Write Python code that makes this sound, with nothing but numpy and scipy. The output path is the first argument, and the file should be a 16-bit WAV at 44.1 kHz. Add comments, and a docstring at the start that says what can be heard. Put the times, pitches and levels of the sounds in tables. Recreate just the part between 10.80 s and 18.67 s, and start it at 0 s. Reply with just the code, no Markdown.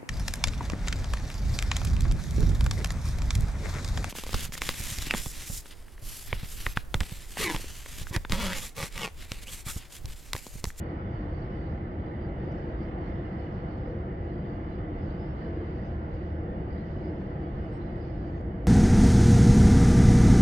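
"""Shore of a calm lake, a stereo microphone facing far traffic across the water.
The engines blur into a steady rumble, coloured by one near reflection; a lorry briefly holds
a low note, and a soft wash of tyres comes from the left. Close to the microphone something dry
rustles faintly in bouts, with a few ticks. Small birds give thin chirps and a distant twitter.
Faint whines and the microphone's hiss lie underneath."""
import sys
import numpy as np
from scipy import signal
from scipy.fft import rfft, irfft, next_fast_len
from scipy.io import wavfile
from scipy.ndimage import uniform_filter1d

SR = 44100
rng = np.random.default_rng(int(sys.argv[2]) if len(sys.argv) > 2 else 0)


def file_out(sig):
    """Save sig as 16-bit WAV at sys.argv[1]."""
    # one column per channel
    cols = np.atleast_2d(sig).T
    # limit, then scale
    lim = np.clip(cols, -1, 1)
    pcm = np.round(lim * 32767).astype(np.int16)
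    wavfile.write(sys.argv[1], SR, pcm)


N = 347067

# Far rumble, alike at both microphones and scattered round the shore: frequency_hz, relative_db
DIRECT_SPECTRUM = [(12, -26.5), (22, -16.5), (45, -3.5), (78, 0.5), (110, -5), (175, -5.5), (240, -8.5),
                   (320, -10.5), (420, -13.5), (520, -18), (680, -20), (820, -28.5), (1100, -47.5),
                   (2000, -100)]
SCATTER_SPECTRUM = [(12, -11.5), (45, 0.5), (78, 2), (160, -3.5), (300, 1), (600, 1), (800, -3.5),
                    (1100, -13.5), (2500, -79.5)]
# What a near surface throws back: frequency_hz, reflected_share
NEAR_REFLECTION = [(110, 0.08), (200, 0.09), (270, 0.59), (420, 0.58), (600, 0.17), (900, 0.3)]
# Heavy vehicles pulling and easing off: centre_s, half_length_s, exhaust_change_db, body_change_db
HEAVY_PULLS = [(.48, .3, 2.5, -0.7), (1.652, 0.39, 0.9, 2), (2.298, 0.29, 1, 1), (3.548, .2, -0.1, 1),
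               (4.3, 0.35, .5, 1.2), (5.802, 0.18, 1.4, 2), (6.35, 0.27, 1, 1.4), (7.25, 0.38, 1.7, 0.7)]
# Single engines standing out for a moment: centre_s, level_db, half_length_s, pitch_hz
ENGINE_SWELLS = [(3.13, -46, 0.13, 486), (4.77, -45.5, 0.22, 462), (4.85, -41.5, 0.18, 333),
                 (5.68, -43, .1, 485), (6.3, -40, 0.14, 320)]
# A climbing lorry's exhaust note: time_s, level_db
LORRY_LEVEL = [(4.3, -64), (4.75, -42), (5.25, -40), (5.8, -41.5), (6.1, -58)]
# Tyre wash as the traffic slowly thins: time_s, relative_db
TRAFFIC_FLOW = [(0, -54), (1.0, -56), (2.35, -54), (3.4, -56.5), (4.85, -55), (5.4, -57), (6.8, -56),
                (7.87, -59)]
# Tyre wash at the left and right microphones: frequency_hz, relative_db
TYRE_LEFT_SPECTRUM = [(350, -38.5), (600, -5), (800, 1), (1000, -5), (1400, -5), (1650, -11), (2050, -14),
                      (2600, -21), (2900, -19), (3250, -28), (3500, -21), (3900, -34.5), (5000, -38.5),
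                      (9000, -72)]
TYRE_RIGHT_SPECTRUM = [(350, -42.5), (600, -6), (800, 3.5), (1000, -3.5), (1400, -4.5), (1650, -7),
                       (2030, -4), (2350, -15.5), (2650, -21), (3000, -17.5), (3350, -30), (3750, -33.5),
                       (4800, -36), (9000, -67)]
# How alike the wash is at the two microphones: frequency_hz, coherence (0-1)
TYRE_COHERENCE = [(700, 0.58), (1100, 0.44), (1600, 0.48), (1950, .7), (2400, 0.16), (2900, 0.8),
                  (3300, 0.32), (6000, .15)]
# How much sooner the wash reaches the left microphone: frequency_hz, lead_s
TYRE_LEFT_LEAD = [(600, 0.0004), (870, 0.00055), (1450, 0.00036), (1750, 0.00056), (2500, 0.00052),
                  (2900, .00066), (4000, 0.00063)]
# Bouts of rustle and twitter on the shore: start_s, length_s, relative_db
SHORE_BOUTS = [(.32, 0.66, -75.5), (1.6, 0.53, -74), (2.218, 0.92, -75.5), (3.47, 0.51, -76.5),
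               (4.15, 1, -75), (5.3, 0.24, -74.5), (5.932, 0.59, -75), (6.58, 1.04, -76)]
# The close, dry rustle: frequency_hz, relative_db
RUSTLE_SPECTRUM = [(2000, -39.5), (3700, -3.5), (4200, -2), (4800, 1.5), (5050, -5), (5400, -11),
                   (6200, -16), (7200, -21.5), (8200, -33.5), (10000, -49)]
# Dry ticks in the rustle: centre_s, level_db, half_length_s, pitch_hz
DRY_TICKS = [(1.722, -73, .01, 5200), (2.03, -77, .02, 5100), (2.982, -82, .004, 7100),
             (5.985, -88, 0.0041, 6800), (7.613, -81, .004, 7000)]
# Small birds: start_s, length_s, start_hz, middle_hz, end_hz, level_db, left_minus_right_db
BIRD_CHIRPS = [(.71, 0.15, 8750, 8650, 8400, -89, -3), (1.40, 0.083, 4760, 4730, 4760, -71.5, -9),
               (1.675, .07, 4760, 4830, 4780, -72, -7), (1.99, .07, 4740, 4720, 4680, -71, -8),
               (4.362, 0.12, 4900, 5040, 5040, -71, -8), (4.457, 0.096, 5280, 5370, 5300, -77, -10),
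               (5.04, .05, 6100, 6080, 6060, -80, -7), (6.22, .09, 4980, 4860, 4850, -71, -9),
               (6.627, 0.087, 3270, 3300, 3420, -71, -8), (6.798, 0.1, 8650, 9000, 9050, -87, 3),
               (6.836, 0.049, 2920, 2960, 2870, -61.5, -3), (6.903, .1, 8200, 8030, 8200, -80, -11),
               (6.91, .095, 5360, 5390, 5470, -75.5, 3), (7.008, .05, 8500, 8620, 8650, -95, -4),
               (7.15, 0.055, 8450, 8200, 8170, -88, -7), (7.203, 0.036, 4920, 4900, 4850, -68, -9),
               (7.547, 0.062, 6500, 6520, 6600, -82, -7)]
# Thin whines: pitch_hz, level_db, waver_hz, left_minus_right_db
THIN_WHINES = [(1503, -72, 5, -2), (7713, -103, 12, 8), (8080, -112, 90, -10)]
# The microphone's own hiss: frequency_hz, relative_db
HISS_SPECTRUM = [(20, -0.5), (7000, -6), (10000, -3), (12000, 3), (16000, -1)]


def engines(echo_s=0.005985, scatter_db=-17, split_hz=130):
    """Engines across the lake blur into one rumble; a near surface's echo cuts regular notches in it."""
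    direct = coloured(rng.standard_normal(N), DIRECT_SPECTRUM)
    echo = lambda hz: 1 + along(NEAR_REFLECTION, hz) * np.exp(-2j * np.pi * hz * echo_s)
    mid = unit(filtered(direct, echo))
    side = amp(scatter_db) * unit(coloured(rng.standard_normal(N), SCATTER_SPECTRUM))
    pair = np.array([mid + side, mid - side])
    # the deep exhaust throb comes and goes apart from the engines' body
    exhaust = filtered(pair, lambda hz: 1 / (1 + (hz / split_hz) ** 8))
    exhaust_db, body_db = engine_levels()
    rumble = amp(exhaust_db) * unit(exhaust) + amp(body_db) * unit(pair - exhaust)
    return rumble + bursts(ENGINE_SWELLS, width_hz=55)


def engine_levels(exhaust_db=-36.98, body_db=-37.98):
    """Exhaust and body levels leave their cruising values smoothly while a heavy vehicle pulls."""
    t = np.arange(N) / SR
    for centre_s, half_length_s, exhaust_change_db, body_change_db in HEAVY_PULLS:
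        effort = np.exp(-((t - centre_s) / half_length_s) ** 2)
        exhaust_db = exhaust_db + exhaust_change_db * effort
        body_db = body_db + body_change_db * effort
    return exhaust_db, body_db


def lorry(firing_hz=80, waver_hz=1.1):
    """A far lorry climbs, and its exhaust note stands out of the rumble, dead centre."""
    pitch_hz = firing_hz + waver_hz * narrow_noise(0, width_hz=2.7)
    return amp(over_time(LORRY_LEVEL)) * unit(sine(pitch_hz))


def tyres(gain_db=7):
    """Tyre noise from the far road, dulled by distance, reaches the left microphone first."""
    road, diffuse = patchy_noise(depth_db=2.5), patchy_noise(depth_db=1.5)
    coherence = lambda hz: along(TYRE_COHERENCE, hz)
    delay = lambda hz: np.exp(-2j * np.pi * hz * along(TYRE_LEFT_LEAD, hz))
    right = filtered(road, lambda hz: coherence(hz) * delay(hz))
    right += filtered(diffuse, lambda hz: np.sqrt(1 - coherence(hz) ** 2))
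    pair = np.array([coloured(road, TYRE_LEFT_SPECTRUM), coloured(right, TYRE_RIGHT_SPECTRUM)])
    return amp(over_time(TRAFFIC_FLOW) + gain_db) * unit(pair)


def rustle(shore_db, gain_db=1.3):
    """Something dry stirs close to the microphone, with a small tick now and then."""
    pair = np.array([patchy_noise(depth_db=0.5), patchy_noise(depth_db=5.5)])
    stir = amp(shore_db + gain_db) * unit(coloured(pair, RUSTLE_SPECTRUM))
    return panned(stir + bursts(DRY_TICKS, width_hz=900), balance_db=-3.5)


def woody_rustle(shore_db, gain_db=3):
    """The close rustle also carries a lower, woody hiss."""
    pair = np.array([narrow_noise(centre_hz=2840, width_hz=520) for _ in range(2)])
    return panned(amp(shore_db + gain_db) * pair, balance_db=-4)


def twitter(shore_db, note_db=-7.5, centre_hz=4680, spread=0.1, note_s=0.037, glide=0.016, count=320):
    """Far birds to the right scatter short, nearly level notes in a narrow range."""
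    notes = np.zeros(N + SR)
    t = np.arange(SR // 4) / SR
    starts = rng.integers(0, N, count)
    for start, (height, strength, length, slope) in zip(starts, rng.standard_normal((count, 4))):
        progress = np.clip(t / (note_s * np.exp(length / 4)), 0, 1)
        pitch_hz = centre_hz * np.exp(spread * np.tanh(height) + glide * slope * progress)
        envelope = amp(note_db + 2 * strength) * np.sin(np.pi * progress)
        notes[start:start + len(t)] += envelope * sine(pitch_hz)
    return panned(amp(shore_db) * notes[:N], balance_db=-7.5)


def shore_level(lull_db=-81, attack_s=0.09, release_s=0.083, unrest_db=1.06, unrest_hz=9):
    """Level in dB shared by rustle and twitter: restless bouts rise, hold and sink back to a lull."""
    t = np.arange(N) / SR
    level_db = lull_db + unrest_db * narrow_noise(0, unrest_hz)
    for start_s, length_s, bout_db in SHORE_BOUTS:
        rise, fall = (t - start_s) / attack_s, (start_s + length_s - t) / release_s
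        gate = np.clip(np.minimum(rise, fall) + 0.5, 0, 1)
        level_db += (bout_db - lull_db) * gate
    return level_db


def chirps(waver_hz=22):
    """Small birds whistle, mostly to the right; each thin note wavers and bends through three pitches."""
    out, t = np.zeros((2, N)), np.arange(N) / SR
    waver = waver_hz * narrow_noise(0, width_hz=430)
    for start_s, length_s, start_hz, middle_hz, end_hz, level_db, balance_db in BIRD_CHIRPS:
        progress = np.clip((t - start_s) / length_s, 0, 1)
        pitch_hz = np.interp(progress, [0, 0.5, 1], [start_hz, middle_hz, end_hz]) + waver
        whistle = np.sin(np.pi * progress) * sine(pitch_hz)
        out += panned(amp(level_db) * whistle, balance_db)
    return out


def whines(flutter_db=3):
    """Faint, thin tones, unsteady in pitch and level."""
    out = np.zeros((2, N))
    for pitch_hz, level_db, waver_hz, balance_db in THIN_WHINES:
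        tone = sine(pitch_hz + waver_hz * narrow_noise(0, width_hz=32))
        flutter = amp(flutter_db * narrow_noise(0, width_hz=20))
        out += panned(amp(level_db) * unit(tone * flutter), balance_db)
    return out


def microphone_hiss(level_db=-96):
    """The microphone's own noise, independent in each channel."""
    return amp(level_db) * unit(coloured(rng.standard_normal((2, N)), HISS_SPECTRUM))


def patchy_noise(depth_db):
    """White noise whose narrow bands swell and fade on their own, as moving air makes them."""
    bands = signal.stft(rng.standard_normal(N), nperseg=1024)[2]
    patches = uniform_filter1d(rng.standard_normal(bands.shape), size=3, axis=0)  # across frequency
    patches = uniform_filter1d(patches, size=8, axis=1)  # across time
    return signal.istft(bands * amp(depth_db * unit(patches)), nperseg=1024)[1][:N]


def bursts(rows, width_hz):
    """Bands of noise that rise and fall, one for each row."""
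    t = np.arange(N) / SR
    return sum(amp(level_db) * np.exp(-((t - centre_s) / half_length_s) ** 2) * narrow_noise(hz, width_hz)
               for centre_s, level_db, half_length_s, hz in rows)


def narrow_noise(centre_hz, width_hz):
    """A bell-shaped band of noise of rms 1; centred on 0 Hz, a random waver."""
    return unit(filtered(rng.standard_normal(N), lambda hz: np.exp(-((hz - centre_hz) / width_hz) ** 2)))


def sine(pitch_hz):
    """A tone that follows one pitch value per sample."""
    return np.sin(2 * np.pi * np.cumsum(pitch_hz) / SR)


def coloured(x, spectrum):
    """x shaped by (frequency_hz, relative_db) points."""
    return filtered(x, lambda hz: amp(along(spectrum, hz)))


def filtered(x, response):
    """x through a complex frequency response."""
    size = next_fast_len(N + SR // 2)
    return irfft(rfft(x, size) * response(np.fft.rfftfreq(size, 1 / SR)), size)[..., :N]


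def along(points, hz):
    """(frequency_hz, value) points read on a log axis."""
    frequency_hz, values = np.transpose(points)
    return np.interp(np.log(hz + 1), np.log(frequency_hz + 1), values)


def over_time(points):
    """(time_s, value) points read at every sample."""
    return np.interp(np.arange(N) / SR, *np.transpose(points))


def panned(x, balance_db):
    """x in stereo, with the left side balance_db above the right."""
    return x * amp([[balance_db / 2], [-balance_db / 2]])


def amp(db):
    """Decibels to gain."""
    return 10 ** (np.asarray(db) / 20)


def unit(x):
    """Scaled to rms 1."""
    return x / np.sqrt(np.mean(x ** 2) + 1e-20)


def scene():
    """The far road and the near shore, as they meet at the microphone."""
    shore_db = shore_level()
    road = engines() + lorry() + tyres()
    shore = rustle(shore_db) + woody_rustle(shore_db) + twitter(shore_db) + chirps()
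    return road + shore + microphone_hiss() + whines()


def record(dry, band_limit_hz=15700):
    """The recorder keeps nothing above its band limit."""
    return filtered(dry, lambda hz: hz < band_limit_hz)


dry = scene()
out = record(dry)
file_out(out)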